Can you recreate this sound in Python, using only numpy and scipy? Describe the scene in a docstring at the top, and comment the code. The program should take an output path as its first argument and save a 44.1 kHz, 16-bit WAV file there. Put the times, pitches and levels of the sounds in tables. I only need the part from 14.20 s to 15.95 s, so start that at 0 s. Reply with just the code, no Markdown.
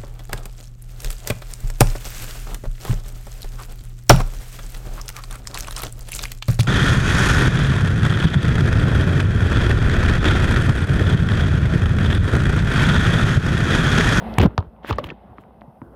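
"""A quiet room with a low hum and a faint rustle is heard first; then a light plastic bottle is knocked,
dragged and set down on the surface that carries a small microphone.
Room, rustle and scrapes are coloured noise under level curves. Hard contacts are short cracks plus
ringing wall modes, the support thumps with sagging tones, and the near sounds leave a short dull tail."""
import sys
import numpy as np
from scipy import signal
from scipy.fft import rfft, irfft
from scipy.io import wavfile
from scipy.ndimage import uniform_filter1d

SR = 44100
rng = np.random.default_rng(int(sys.argv[2]) if len(sys.argv) > 2 else 0)


def nominal_scale(level):
    """Amplitude ratio for a level in decibels (scalar or array-like)."""
    x = np.asarray(level, float) / 20
    return 10 ** x


def wrap_up_sound(samples):
    """Save the sound to the file named by the first command line argument, as 16-bit audio."""
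    columns = np.atleast_2d(samples).T
    # keep every value between -1 and 1, then stretch to whole-number steps
    tamed = np.clip(columns, -1, 1)
    steps = np.round(tamed * 32767).astype(np.int16)
    wavfile.write(sys.argv[1], SR, steps)


N = 77175  # length in samples

# Background levels as heard; all three drop after the first knock.
# Each row: time in seconds, room tone in dB, its treble hiss in dB, the upper rustle in dB.
BACKGROUND_LEVEL = [(0.0, -34, -68, -49), (0.112, -31, -64.5, -48.5), (0.184, -34, -67, -47),
                    (0.272, -51.5, -85, -56), (0.38, -45.5, -79, -69.5), (0.448, -50.5, -82, -76),
                    (0.682, -44.5, -83.5, -70), (0.808, -42, -77, -57), (0.916, -47.5, -85, -65),
                    (1.106, -46, -81, -69), (1.33, -48, -82, -72), (1.466, -48.5, -80, -74.5),
                    (1.75, -53.5, -78.5, -78.5)]


def evened(x):
    """Scales to rms 1."""
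    return x / np.sqrt(np.mean(x ** 2) + 1e-20)


def add(mix, start_s, sound):
    """Mixes a sound in at start_s seconds, cut off where the mix ends."""
    part = mix[round(start_s * SR):][:len(sound)]
    part += sound[:len(part)]


def colour(x, spectrum):
    """Filters x by a (Hz, dB) spectrum, drawn straight over log frequency."""
    point_hz, point_db = np.transpose(spectrum)
    hz = np.fft.rfftfreq(len(x), 1 / SR)
    db = np.interp(np.log(hz + 1), np.log(point_hz + 1), point_db, -120, -120)
    return irfft(rfft(x) * nominal_scale(db), len(x))


def level(curve, index):
    """One dB column of a level curve as gain, slightly smoothed; silent outside its times."""
    rows = np.array(curve)
    db = np.interp(np.arange(N) / SR, rows[:, 0], rows[:, index], -200, -200)
    return uniform_filter1d(nominal_scale(db), size=90)


def room_tone():
    """Low room noise, patchy in time and pitch, with a faint treble hiss."""
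    # Colour of the low room noise. Each row: frequency in Hz, relative density in dB per Hz.
    room_spectrum = [(24, -34.5), (40, -17.5), (65, -1), (141, -9), (222, 1.5), (283, -11), (420, -11.5),
                     (543, -8), (632, -9.5), (747, -6.5), (1500, -26.5), (1950, -45), (3300, -120)]
    # Colour of the treble hiss. Each row: frequency in Hz, relative density in dB per Hz.
    hiss_spectrum = [(2940, -5), (5000, 10), (7400, -2), (8930, 10.5), (15100, 10), (16400, -26.5)]
    patch_db = 2  # rms unevenness
    low, high = rng.standard_normal((2, N))
    cells = signal.stft(colour(low, room_spectrum), nperseg=512)[2]
    patches = rng.standard_normal(cells.T.shape).T
    patches = uniform_filter1d(patches, size=8, axis=0)  # across frequency
    patches = evened(uniform_filter1d(patches, size=6, axis=1))  # across time
    tone = evened(signal.istft(cells * nominal_scale(patch_db * patches), nperseg=512)[1][:N])
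    hiss = evened(colour(high, hiss_spectrum))
    return level(BACKGROUND_LEVEL, index=1) * tone + level(BACKGROUND_LEVEL, index=2) * hiss


def hum():
    """A low sine made slightly fuzzy by slow random changes of its strength."""
    # Hum level as heard. Each row: time in seconds, level in dB.
    hum_level = [(0.0, -39), (0.296, -37), (0.458, -50), (0.754, -51), (0.848, -54), (1.09, -55),
                 (1.452, -56), (1.75, -50)]
    pitch_hz, width_hz, fuzz_depth = 58, 5, 0.3
    pole = np.exp(-np.pi * width_hz / SR)
    fuzz = rng.standard_normal(N)
    for _ in range(2):  # two gentle low-passes in a row
        fuzz = signal.lfilter([1 - pole], [1, -pole], fuzz)
    tone = np.sin(2 * np.pi * pitch_hz * np.arange(N) / SR)
    return level(hum_level, index=1) * evened((1 + fuzz_depth * evened(fuzz)) * tone)


def rustle():
    """Upper background rustle: steady noise, coloured and shaped by a level curve."""
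    # Colour of the rustle. Each row: frequency in Hz, relative density in dB per Hz.
    rustle_spectrum = [(760, -27), (1300, -1.5), (2120, 2), (2320, -8.5), (2570, 0), (2730, -4),
                       (3660, -8.5), (7500, -44.5), (9750, -65.5), (16500, -120)]
    noise = evened(colour(rng.standard_normal(N), rustle_spectrum))
    return level(BACKGROUND_LEVEL, index=3) * noise


def thumps():
    """The support swings low, its pitch sagging as it settles, with one weaker overtone."""
    # Thumps of the support.
    # Each row: start in seconds, level in dB, starting pitch in Hz, time to fall 60 dB in seconds.
    swings = [(.118, -30, 101, 0.055), (0.183, 1.5, 142, 0.019), (0.272, -11.5, 116, 0.049),
              (0.468, -27.5, 73, 0.11), (0.1896, -7, 89, 0.14), (0.2018, -0.5, 162, 0.034),
              (0.211, 0, 97, 0.053), (0.225, -4, 86.5, 0.082), (0.2433, -40, 160, 0.036),
              (0.2515, -1, 197, 0.051), (0.2555, -5, 139, 0.053), (0.3834, -6.5, 108, 0.081),
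              (0.6448, -23, 295, 0.015), (0.7091, -16.5, 116, 0.15), (0.7175, -17.5, 78.7, .16),
              (.793, -30, 107.7, 0.13), (.849, -20, 88, 0.062), (1.107, -38, 120, 0.11),
              (1.187, -28.5, 298, 0.015), (1.416, -34, 243, 0.053), (1.479, -33.5, 161.6, 0.065),
              (1.6176, -25.5, 276.6, 0.042), (1.624, -26.5, 134, 0.047)]
    sag, sag_s = 0.25, 0.015  # share of the pitch lost; time constant
    overtone_ratio, overtone_db = 2.3, -17
    attack_s = 0.0012
    t, out = np.arange(SR // 3) / SR, np.zeros(N)
    for start_s, swing_db, start_hz, t60_s in swings:
        pitch_hz = start_hz * (1 - sag * (1 - np.exp(-t / sag_s)))
        phase = 2 * np.pi * np.cumsum(pitch_hz) / SR
        swing = np.sin(phase) + nominal_scale(overtone_db) * np.sin(overtone_ratio * phase)
        envelope = nominal_scale(swing_db - 60 * t / t60_s) * np.minimum(t / attack_s, 1)
        add(out, start_s, -envelope * swing)  # first swing goes downward
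    return out


def ticks():
    """Each layer cracks with a spit of treble; wall modes near its ring centre swell just after and die."""
    # Cracks and rings of the hard contacts; one contact may take several rows, as layers.
    # Each row: start in seconds, crack level in dB, crack centre in Hz, ring peak in dB, ring centre in Hz,
    # ring length as a factor on the wall's own.
    layers = [(0.14, -30.5, 4260, -39.5, 3400, 1), (0.1825, -15, 1920, -19, 760, 1),
              (.1842, -7.5, 2050, -7.5, 960, 0.55), (0.1844, -13.5, 7200, -59.5, 960, .5),
              (.186, -12.5, 10000, -62, 960, 0.71), (0.1861, -10, 2700, -43, 960, 0.58),
              (0.19, -28, 2500, -33, 960, 0.17), (0.201, -35, 2540, -14.5, 756, 0.7),
              (0.2143, -13.5, 2200, -23.5, 1800, 0.13), (0.216, -18.5, 5600, -60, 960, 0.32),
              (0.26, -27, 4400, -12.5, 750, 0.38), (0.307, -49, 2480, -34.5, 990, 0.51),
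              (.3786, -16, 2520, -29, 1800, 0.36), (0.3793, -14.5, 4300, -5, 955, 0.26),
              (.390, -29.5, 3200, -22, 960, 0.34), (0.3926, -55, 3270, -32, 1060, .6),
              (0.4044, -38.5, 3600, -28.5, 950, 0.83), (0.4266, -50, 3200, -29, 1060, 0.23),
              (0.4461, -56, 3200, -43, 1000, 0.55), (0.564, -55, 2460, -49, 1027, 0.55),
              (.6455, -79, 6200, -57, 1010, 0.31), (.647, -24.5, 1500, -24.5, 670, 0.22),
              (0.6524, -41, 1800, -33.5, 680, .4), (0.7092, -25.5, 4760, -10, 1112, 0.53),
              (0.707, -30, 2630, -24, 2600, 0.79), (0.728, -19, 3430, -23, 1100, 0.89),
              (0.736, -51, 2500, -28, 980, .5), (.738, -55, 7500, -56, 1000, .5),
              (.759, -43, 7500, -65, 1010, .5), (.766, -43, 2480, -57, 1000, .5),
              (0.784, -27.5, 3140, -15, 1140, 1), (0.7842, -23.5, 4000, -21.5, 1800, 0.2),
              (.784, -55, 2000, -14.5, 504, 0.33), (0.7921, -30, 3560, -25.5, 558, 1),
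              (0.836, -51, 3000, -34, 1100, 0.87), (0.842, -22, 2780, -33, 1366, .5),
              (0.867, -37, 2800, -37, 2750, 0.42), (0.8886, -29, 2000, -51, 1800, 0.36),
              (0.892, -29.5, 3060, -46, 3200, 0.28), (0.9, -51, 2500, -40, 1800, 1),
              (.902, -39, 2860, -23, 2600, 0.33), (1.1835, -34.5, 1870, -32, 1160, 0.57),
              (1.2374, -47, 2160, -41, 1370, 0.25), (1.308, -51, 1020, -39, 803, 0.51),
              (1.4111, -44.5, 3200, -80, 1000, 0.36), (1.4175, -38.5, 1830, -30, 890, .4),
              (1.573, -62, 2360, -64, 1026, 0.36), (1.617, -39, 1800, -30.5, 990, 0.59),
              (1.658, -82, 1480, -54, 800, .5), (1.688, -57, 1410, -58, 800, .5),
              (1.737, -51.5, 1520, -54, 810, 0.35)]
    # Modes of the plastic wall.
    # Each row: frequency in Hz, relative weight in dB, ring length in seconds before the layer's factor.
    wall_modes = [(514.4, -7.5, 0.054), (589, 0, 0.041), (760, 11, 0.012), (960, -3, 0.014),
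                  (1140, -5, 0.013), (1800, -10, 0.033), (2600, -5, 0.013), (3200, -7, 0.0046)]
    reach_oct = 0.23  # spread of the excited modes around the ring centre
    swell_share = 0.095  # time constant as a share of the ring length
    crack_cycles = 0.4  # time constant in cycles of the crack centre
    spit_db, spit_t60_s, spit_band_hz = -27, 0.006, (10000, 14500)

    t, out = np.arange(4096) / SR, np.zeros(N)
    band = signal.butter(2, spit_band_hz, "band", fs=SR, output="sos")
    spits = signal.sosfilt(band, rng.standard_normal((len(layers), 4096)))
    spits = spits * nominal_scale(spit_db - 60 * t / spit_t60_s)
    mode_hz, mode_db, mode_s = np.transpose(wall_modes)[:, :, None]
    for layer, spit in zip(layers, spits):
        start_s, crack_db, crack_hz, ring_db, ring_hz, length = layer
        weight = nominal_scale(mode_db) * np.exp(-(np.log2(mode_hz / ring_hz) / reach_oct) ** 2)
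        u = t / (swell_share * mode_s * length)
        ring = (weight * u ** 2 * np.exp(-u) * np.sin(2 * np.pi * mode_hz * t)).sum(0)
        ring = ring / abs(ring).max()
        u = t * crack_hz / crack_cycles
        crack = -(u / 2) ** 2 * np.exp(2 - u) * np.sin(2 * np.pi * crack_hz * t)  # envelope peaks at 1
        add(out, start_s, nominal_scale(ring_db) * ring + nominal_scale(crack_db) * (crack + spit))
    return out


def slides():
    """Dense random grains of friction, coloured into a scrape with its treble fizz and a low rattle."""
    # Stretches of sliding, each a level curve.
    # Each row of a stretch: time in seconds, scrape in dB, low rattle in dB, treble fizz in dB.
    stretches = [
        [(.194, -54, -46, -64), (.199, -22.5, -12.5, -53), (.21, -29, -19, -58), (.222, -33, -24.5, -51),
         (.232, -24, -14.5, -46.5), (.25, -36, -21.5, -60), (.264, -39, -17.5, -58), (.28, -76, -40.5, -80),
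         (.35, -80, -42.5, -87)],
        [(.384, -68, -25, -100), (.392, -64, -29, -91), (.41, -65, -40, -105), (.45, -68, -42.5, -98),
         (.53, -91.5, -72, -94)],
        [(.63, -57.5, -70, -88), (.658, -45.5, -47, -75), (.68, -38.5, -51, -51.5), (.695, -33, -29.5, -53),
         (.704, -29, -18.5, -50), (.716, -45, -31, -64), (.73, -36, -34, -78), (.745, -50, -37, -93),
         (.78, -58.5, -61, -90)],
        [(.782, -54, -42, -80), (.786, -39.5, -28.5, -51), (.8, -47, -45, -79), (.83, -72, -38.5, -90),
         (.842, -32, -33.5, -50.5), (.856, -53, -49, -69), (.87, -41.5, -40, -61), (.882, -61, -40.5, -85),
         (.892, -46, -38.5, -88), (.897, -54, -38, -84), (.904, -38.5, -41, -94), (.92, -65, -34, -85),
         (.95, -75, -69, -95)],
        [(1.17, -65, -67, -99), (1.188, -63, -41, -100), (1.21, -64, -66, -69), (1.25, -85, -62, -98)],
        [(1.58, -96, -92, -99), (1.63, -80, -45.5, -79), (1.7, -81, -49, -88.5), (1.75, -77.5, -43.5, -80)],
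    ]
    # Colour of the scrape. Each row: frequency in Hz, relative density in dB per Hz.
    scrape_spectrum = [(530, -47), (900, -1.5), (1130, 0.5), (1260, -9), (1670, 0.5), (2470, -7),
                       (3120, -3.5), (7500, -34.5), (9750, -69), (16500, -120)]
    # Colour of the low rattle. Each row: frequency in Hz, relative density in dB per Hz.
    rattle_spectrum = [(76, -29), (130, 2.5), (277, -0.5), (528, -6), (846, -14), (1500, -16.5),
                       (1950, -40.5), (3300, -120)]
    # Colour of the treble fizz. Each row: frequency in Hz, relative density in dB per Hz.
    fizz_spectrum = [(3820, -35.5), (6500, -4.5), (12800, 3.5), (13900, 2), (15700, 1.5), (16400, -14)]
    grains_per_s, spread_db = 14000, 1.5
    size = nominal_scale(spread_db * np.minimum(rng.exponential(1, (2, N)), 5))
    present = rng.random((2, N)) < grains_per_s / SR
    treble_grains, low_grains = size * rng.standard_normal((2, N)) * present
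    scrape = evened(colour(treble_grains, scrape_spectrum))
    rattle = evened(colour(low_grains, rattle_spectrum))
    fizz = evened(colour(treble_grains, fizz_spectrum))  # same grains as the scrape
    out = np.zeros(N)
    for stretch in stretches:
        out += level(stretch, index=1) * scrape
        out += level(stretch, index=2) * rattle
        out += level(stretch, index=3) * fizz
    return out


def echoes(x):
    """A short dull tail from the walls: x convolved with decaying low-passed noise."""
    echo_db, t60_s, gap_s, dull_hz = -37.5, 0.16, 0.003, 2500
    t = np.arange(SR // 4) / SR
    tail = rng.standard_normal(len(t)) * nominal_scale(-60 * t / t60_s) * (t > gap_s)
    tail = signal.sosfilt(signal.butter(2, dull_hz, fs=SR, output="sos"), tail)
    return nominal_scale(echo_db) * signal.fftconvolve(x, tail / np.linalg.norm(tail))[:N]


def scene():
    """All sources in one channel; only ticks and slides feed the echoes."""
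    background = room_tone() + hum() + rustle()
    near = ticks() + slides()
    return (background + thumps() + near + echoes(near))[None]


def low_pass(x):
    """Removes everything above the highest recorded frequency."""
    return signal.sosfilt(signal.butter(12, 16500, fs=SR, output="sos"), x)


def record(dry):
    """Cuts the deepest lows and everything above the treble edge."""
    low_cut_hz, treble_edge_hz = 43, 16300
    x = signal.sosfilt(signal.butter(4, low_cut_hz, "high", fs=SR, output="sos"), dry)
    edge = signal.firwin(511, treble_edge_hz, window=("kaiser", 9), fs=SR)
    finished = signal.oaconvolve(x, edge[None], "same")
    return low_pass(finished)


dry = scene()
out = record(dry)
wrap_up_sound(out)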